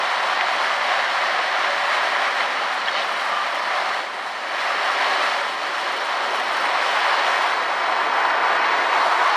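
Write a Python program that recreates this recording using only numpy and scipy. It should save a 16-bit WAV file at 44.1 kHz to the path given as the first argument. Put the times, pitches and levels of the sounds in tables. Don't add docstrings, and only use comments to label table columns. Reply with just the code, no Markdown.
import sys
import numpy as np
from scipy import signal
from scipy.fft import rfft, irfft, next_fast_len
from scipy.io import wavfile
from scipy.ndimage import uniform_filter1d, map_coordinates

SR = 44100
rng = np.random.default_rng(int(sys.argv[2]) if len(sys.argv) > 2 else 0)


def persist_wave(psi):
    counts = np.round(np.clip(psi, -1, 1) * 32767).astype(np.int16)
    wavfile.write(sys.argv[1], SR, np.atleast_2d(counts).T)


N = 412776


def amp(db):
    return 10 ** (np.asarray(db) / 20)


def unit(x):
    return x / np.sqrt(np.mean(x ** 2) + 1e-20)


def noise():
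    return rng.standard_normal(N)


def along(points, hz):
    f, value = np.transpose(points)
    return np.interp(np.log(hz + 1), np.log(f + 1), value)


def curves(rows):
    times, *columns = np.transpose(rows)
    return [np.interp(np.arange(N) / SR, times, column) for column in columns]


def swells(rows, gain):
    t = np.arange(N) / SR
    return sum(gain(height) * np.exp(-.5 * ((t - centre) / half) ** 2) for centre, height, half in rows)


def wobble(rate):
    knots = rng.standard_normal(int(N * rate / SR) + 4)
    return map_coordinates(knots, [np.arange(N) * rate / SR])


def filtered(x, response):
    m = next_fast_len(N + SR // 2)
    spectrum = rfft(x, m) * response(np.fft.rfftfreq(m, 1 / SR))
    return irfft(spectrum, m)[..., :N]


def coloured(x, spectrum):
    closed = [(spectrum[0][0] / 2, -120), *spectrum, (spectrum[-1][0] * 2, -120)]
    return unit(filtered(x, lambda hz: amp(along(closed, hz))))


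def fuzzy(hz, width_hz):
    phase = 2 * np.pi * np.cumsum(hz * np.ones(N)) / SR
    in_step = (1.57 + wobble(width_hz)) * np.cos(phase)
    return unit(in_step + wobble(width_hz) * np.sin(phase))


def patchy(x, depth_db):
    z = signal.stft(x, nperseg=512)[2]
    field = uniform_filter1d(rng.standard_normal(z.shape), size=6, axis=0)
    field = uniform_filter1d(field, size=10, axis=1)
    return signal.istft(z * amp(depth_db * unit(field)), nperseg=512)[1][:N]


def impacts(share, scatter_db):
    chance, size, blur = rng.random(N), rng.exponential(size=N), noise()
    struck = chance < 2500 / SR
    stones = struck * amp(scatter_db * np.minimum(size, 4)) * np.sign(blur)
    share = np.clip(share, 0, 1)
    return np.sqrt(1 - share) * blur + np.sqrt(share) * unit(stones)


# (t/s, roar level/dB)
POUR = [(0, -24), (.6, -24.5), (1.9, -25), (3.1, -26), (3.98, -26), (4.12, -32), (4.28, -31.5), (4.42, -30),
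        (4.61, -26), (5, -24), (5.3, -23.5), (5.57, -30), (5.62, -27), (6.7, -24), (7.2, -21.5),
        (7.66, -23.5), (8.35, -21), (8.8, -21.5), (9, -20), (9.36, -19.5)]
USUAL_POUR_DB, DUST_FOLLOWS = -22, 0.7
# (t/s, level over the pour/dB, half length/s)
SURGES = [(.3, 1, .04), (.65, 1, 0.05), (.85, 0.5, .02), (.93, 2.5, 0.038), (.99, 1.5, 0.0099),
          (1.265, 1.5, 0.0095), (1.62, 1.5, 0.04), (1.97, 2, 0.058), (2.25, 2, 0.037), (2.4, 2.5, 0.017),
          (2.97, 0.5, 0.035), (3.76, 1.5, 0.033), (4.86, 0.5, 0.023), (5.04, 1, .03), (5.2, 0, 0.037),
          (8.96, 0.5, 0.029), (9.12, 1.5, 0.012)]
# (t/s, heap share 0-1)
LANDING = [(0, 0.26), (4.4, 0), (5.6, 0.01), (6.8, 0.44), (7.6, 0.63), (8.2, 0.96), (9.4, 1)]
# (t/s, steel clatter level/dB, grit level/dB, dust level/dB)
TREBLE = [(0, -3.5, -7, -27), (1.4, -1.5, -5.5, -26), (2.3, -2, -6.5, -26.5), (2.75, -3, -7, -27.5),
          (4.1, -3.5, -7, -26.5), (4.6, -2, -6, -26.5), (5.9, -3, -5.5, -25.5), (6.2, -4.5, -7.5, -27.5),
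          (6.9, -2.5, -6.5, -26), (7.47, -4, -8, -27.5), (7.62, -4.5, -10, -29), (8.35, -6, -13, -33),
          (8.7, -2.5, -10, -32.5), (9.1, -8, -12.5, -27.5), (9.4, -5.5, -10, -30)]
# (t/s, grit lift level/dB, half length/s)
RATTLES = [(2.98, 5.5, 0.025)]
BODY = [(400, -18), (470, -18.5), (520, -6.5), (560, -1.5), (680, -2), (760, 2.5), (860, -2.5), (1000, 2),
        (1220, 1), (1400, -2), (2200, -58), (3500, -62)]
# (f/Hz, level/dB)
HEAP = [(300, -18.5), (450, -13.5), (600, -7), (660, -4), (800, -1), (950, 2.5), (1130, 0.5), (1300, -3.5),
        (1500, -5), (2200, -76), (3500, -55)]
# (f/Hz, level/dB)
STEEL = [(900, -97), (1300, -17), (1600, 2.5), (1900, 4), (2200, 0), (2550, -4.5), (3200, -20), (5000, -44)]
# (f/Hz, level/dB)
GRIT = [(1500, -3.5), (2500, -4), (3000, 2.5), (3500, -2), (4300, -3.5), (4900, -9.5), (5500, -11),
        (7000, -30.5), (10000, -64)]
# (f/Hz, level/dB)
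DUST = [(4000, -9.5), (6500, 0), (8000, 0), (10600, -6), (12500, -14.5), (14500, -21), (15600, -36)]
# (f/Hz, level/dB)
DEEP = [(20, -2), (125, -4.5), (170, 1.5), (220, -18)]


def pour():
    roar_db = curves(POUR)[0] + swells(SURGES, float)
    landing = np.clip(curves(LANDING)[0], 0, 1)
    steel_db, grit_db, dust_db = curves(TREBLE)
    rattle_db = swells(RATTLES, float)
    steel_db = steel_db + 0.25 * rattle_db
    grit_db = grit_db + rattle_db
    dust_db = dust_db + (DUST_FOLLOWS - 1) * (roar_db - USUAL_POUR_DB)

    slip = wobble(9) + 1.3 * wobble(25)
    coarse = patchy(impacts(share=0.086, scatter_db=4.5), depth_db=0.64)
    fine = patchy(impacts(share=0.19, scatter_db=4.5), depth_db=0.68)

    in_body = (1 - landing) * coloured(coarse, BODY)
    on_heap = landing * coloured(coarse, HEAP)
    roar = amp(0.3 * slip) * (in_body + on_heap)
    steel = amp(steel_db + 0.17 * slip) * coloured(coarse, STEEL)
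    grit = amp(grit_db + 0.1 * slip + 0.039 * wobble(28)) * coloured(fine, GRIT)
    dust = amp(dust_db + 0.67 * slip + 0.31 * wobble(8.1)) * coloured(fine, DUST)
    low = amp(-44.5) * coloured(noise(), DEEP)
    clatter = amp(KNOCK_DB) * knocks()
    return amp(roar_db) * (roar + steel + grit + dust + low + clatter)


KNOCKS_PER_S, KNOCK_DB = 320, -11
KNOCK_HZ, KNOCK_SPREAD = 1497, 0.497
KNOCK_CYCLES = 14.3
KNOCK_RANGE_DB = 10


def knocks():
    count, t = 3000, np.arange(700) / SR
    draw = rng.random((count, 2))
    hz = KNOCK_HZ * np.exp(KNOCK_SPREAD * rng.standard_normal((count, 1)))
    hz = np.clip(hz, 700, 4000)
    size = amp(KNOCK_RANGE_DB * draw[:, 1:]) * KNOCK_HZ / hz
    attack = 1 - np.exp(-hz * t / 2)
    decay = np.exp(-hz * t / KNOCK_CYCLES * np.pi)
    rings = size * np.sin(2 * np.pi * hz * t) * decay * attack

    gaps = -np.log(1 - draw[:, :1]) / KNOCKS_PER_S
    start = (np.cumsum(gaps, axis=0) * SR).astype(int) % N
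    where = start + np.arange(len(t))
    return unit(np.bincount(where.ravel(), rings.ravel(), minlength=N)[:N])


# (t/s, level/dB)
RUMBLE = [(0, -46), (2, -42), (3.9, -45), (4.7, -41), (7, -41), (9, -38), (9.4, -49)]
RUMBLE_FOLLOWS = 0.23
# (f/Hz, level/dB)
ENGINES = [(140, -31), (200, -17), (270, -8.5), (340, -4), (420, -1.5), (520, -3), (800, -28.5)]
# (f/Hz, level/dB)
IDLING = [(100, -14), (140, -14.5), (200, 0), (270, -1), (330, -7)]
# (t/s, turns made so far)
SHAFT = [(0, -.48), (3.2, 74.71), (6, 140.7), (6.9, 161.63), (9.4, 220.5)]
# (t/s, level/dB, half length/s)
CHUFFS = [(2.25, -66, .1), (2.75, -60, .02), (3.13, -56, 0.06), (3.27, -59, .04), (3.56, -58, .05),
          (4.6, -71, 0.29), (5.6, -66, 0.13), (5.99, -57, 0.08), (6.38, -54, 0.07), (6.5, -62, 0.038),
          (6.62, -55, .06), (6.95, -57, 0.063), (7.4, -61, .06)]
# (f/Hz, level/dB)
VALVE = [(5000, -25), (8000, 4), (10000, 3.5), (13000, -7), (15600, -12)]


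def engines():
    rumble_db = curves(RUMBLE)[0] + RUMBLE_FOLLOWS * (curves(POUR)[0] - USUAL_POUR_DB)
    rumble = amp(rumble_db + 1.3 * wobble(8)) * coloured(noise(), ENGINES)
    idle = amp(np.linspace(-54, -61, N)) * coloured(noise(), IDLING)

    turns = curves(SHAFT)[0] + 0.03 * wobble(18)
    strength = amp(1.5 * rng.standard_normal(300))[np.round(turns).astype(int)]
    puffs = strength * np.exp(1.1 * (np.cos(2 * np.pi * turns) - 1))
    chuff_gain = amp(-73) + swells(CHUFFS, amp)
    chuff = chuff_gain * unit(puffs) * coloured(noise(), VALVE)
    return rumble + idle + chuff


# (t/s, tooth rate f/Hz, level before the partial's own/dB)
PUMP = [(0, 191.6, -51), (1.7, 188.5, -41.5), (2.8, 191.8, -59), (4.1, 198.7, -45.5), (4.6, 197.2, -64),
        (5.1, 192.6, -40), (5.55, 189.4, -48.5), (6.3, 186.3, -45.5), (9.4, 180.9, -48.5)]
# (multiple of the tooth rate, level/dB)
PUMP_PARTIALS = [(2, -8.5), (3, 1.5), (4, 1)]
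PUMP_WAVER_DB = 3


def pump():
    hz, level_db = curves(PUMP)
    whine = 0
    for k, db in PUMP_PARTIALS:
        gain = amp(level_db + db + PUMP_WAVER_DB * wobble(5))
        whine = whine + gain * fuzzy(round(k) * hz, 35 * k)
    return whine


# (start t/s, length/s, f/Hz, width f/Hz, level/dB)
SCRAPES = [(0, 0.95, 765, 69, -37), (0, 1.3, 249.3, 9.1, -57.5), (1.6, 0.26, 572, 35, -35),
           (1.9, 1.26, 269, 12.4, -53.5), (2.2, 1.4, 196, 9.5, -59.5), (3.396, 0.53, 209.4, 19, -57.5),
           (2.88, .16, 3780, 300, -41), (2.89, .17, 4350, 130, -41), (2.94, .1, 2980, 180, -37),
           (3.25, 0.2, 1190, 60, -27), (3.913, 0.56, 312, 14, -59), (4.75, .6, 273.5, 16, -59),
           (4.702, 0.56, 403, 25, -44.5), (4.797, 0.3, 759, 37, -33), (4.87, 0.46, 1098, 30, -39)]


def scrapes():
    t = np.arange(N) / SR
    tones = 0
    for start, length, hz, width_hz, db in SCRAPES:
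        progress = np.clip((t - start) / length, 0, 1)
        swell = np.sqrt(np.abs(np.sin(np.pi * progress)))
        tones = tones + amp(db) * swell * fuzzy(hz, width_hz)
    return tones


# (t/s, level before shaping/dB, ring f/Hz, partner f/Hz, share of crack 0-1)
CLACKS = [(0.4095, -6, 1520, 2320, 0.9), (1.168, -21, 1210, 2050, .4), (1.39, -8, 700, 1220, 0.37),
          (1.643, -10, 1000, 1510, .3), (2.404, -11, 2050, 1050, 0.1), (2.816, -15, 3000, 4100, .5),
          (2.858, -19, 3900, 4600, 0.1), (2.875, -14, 2950, 1750, 0.2), (2.883, -5.5, 1770, 3270, 0.3),
          (2.9502, -13, 1630, 2060, .4), (3.021, -14, 3620, 3020, 0.34), (3.162, -19, 2960, 3900, .3),
          (4.829, -12, 980, 1500, 0.2), (6.9614, -9, 1890, 2100, 0.2), (7.9232, -10, 1227, 2060, .4),
          (8.097, -17, 960, 1500, .3), (8.202, -15, 940, 1500, .3), (8.25, -8, 950, 1400, 0.1),
          (8.3, -8, 920, 1400, .2), (8.595, -11, 980, 1500, .3), (8.6193, -14, 1470, 2227, .4),
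          (9.113, -21, 1247, 2250, .4), (9.176, -15, 1380, 2140, 0.2)]
CRUNCH = 0.15


def clacks():
    out, t = np.zeros(N + SR), np.arange(SR // 10) / SR
    sweep = 1350 * t + 2800 * 0.0012 * (1 - np.exp(-t / 0.0012))
    crack = np.sin(2 * np.pi * sweep) * np.exp(-(t / 0.0025) ** 2)
    attack = 1 - np.exp(-t / 0.0008)
    decay = amp(-60 * t / 0.03)
    grit = coloured(noise(), GRIT)
    for s, db, hz, partner_hz, share in CLACKS:
        start = round(s * SR)
        ring = (np.sin(2 * np.pi * hz * t) + 0.76 * np.sin(2 * np.pi * partner_hz * t)) * decay
        splinters = CRUNCH * grit[start:][:len(t)] * decay
        share = np.clip(share, 0, 1)
        clack = (1 - share) * 0.79 * ring + share * crack + splinters
        out[start:][:len(t)] += amp(db) * attack * clack
    return out[:N]


# (t/s, amount 0-1)
OPENING = [(0, 0), (3.8, 0), (4.6, 0.1), (7.2, 0.28), (7.6, 0.7), (8.2, 1), (9, 0.86), (9.4, 0)]
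# (f/Hz, part in step, part a quarter turn ahead)
DIFFERENCE = [(150, 0, 0.011), (300, 0, -0.058), (460, 0, -0.081), (600, 0, 0.0024), (2200, 0, 0.024),
              (4000, 0, 0.071), (6500, 0.045, .04), (9000, 0, 0)]
# (f/Hz, part in step, part a quarter turn ahead)
OPENED = [(200, 0, 0.028), (400, 0, 0.068), (650, 0, 0.0066), (1100, 0.0014, 0.059), (2000, .03, 0.12),
          (4000, 0.036, 0.06), (7000, .05, .04), (9500, 0, 0.0087)]
# (f/Hz, level/dB)
SPREAD = [(40, -36), (120, -44), (350, -45), (520, -59), (700, -32.5), (1300, -63), (2400, -31),
          (4400, -25), (7500, -17), (10000, -74)]


def scene():
    mid = pour() + engines() + pump() + scrapes() + clacks()
    opening = curves(OPENING)[0]

    def parted(rows):
        in_step, ahead = [r[:2] for r in rows], [r[::2] for r in rows]
        return filtered(mid, lambda hz: along(in_step, hz) + 1j * along(ahead, hz))

    smear = rng.standard_normal(4000) * np.hanning(4000)
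    diffuse = signal.fftconvolve(mid, smear / np.linalg.norm(smear))[:N]
    diffuse = filtered(diffuse, lambda hz: amp(along(SPREAD, hz)))
    side = parted(DIFFERENCE) + opening * parted(OPENED) + amp(2.9 * opening) * diffuse
    return np.array([mid + side, mid - side])


TOP_HZ = 15617


def record(dry):
    return filtered(dry, lambda hz: hz < TOP_HZ)


dry = scene()
out = record(dry)
persist_wave(out)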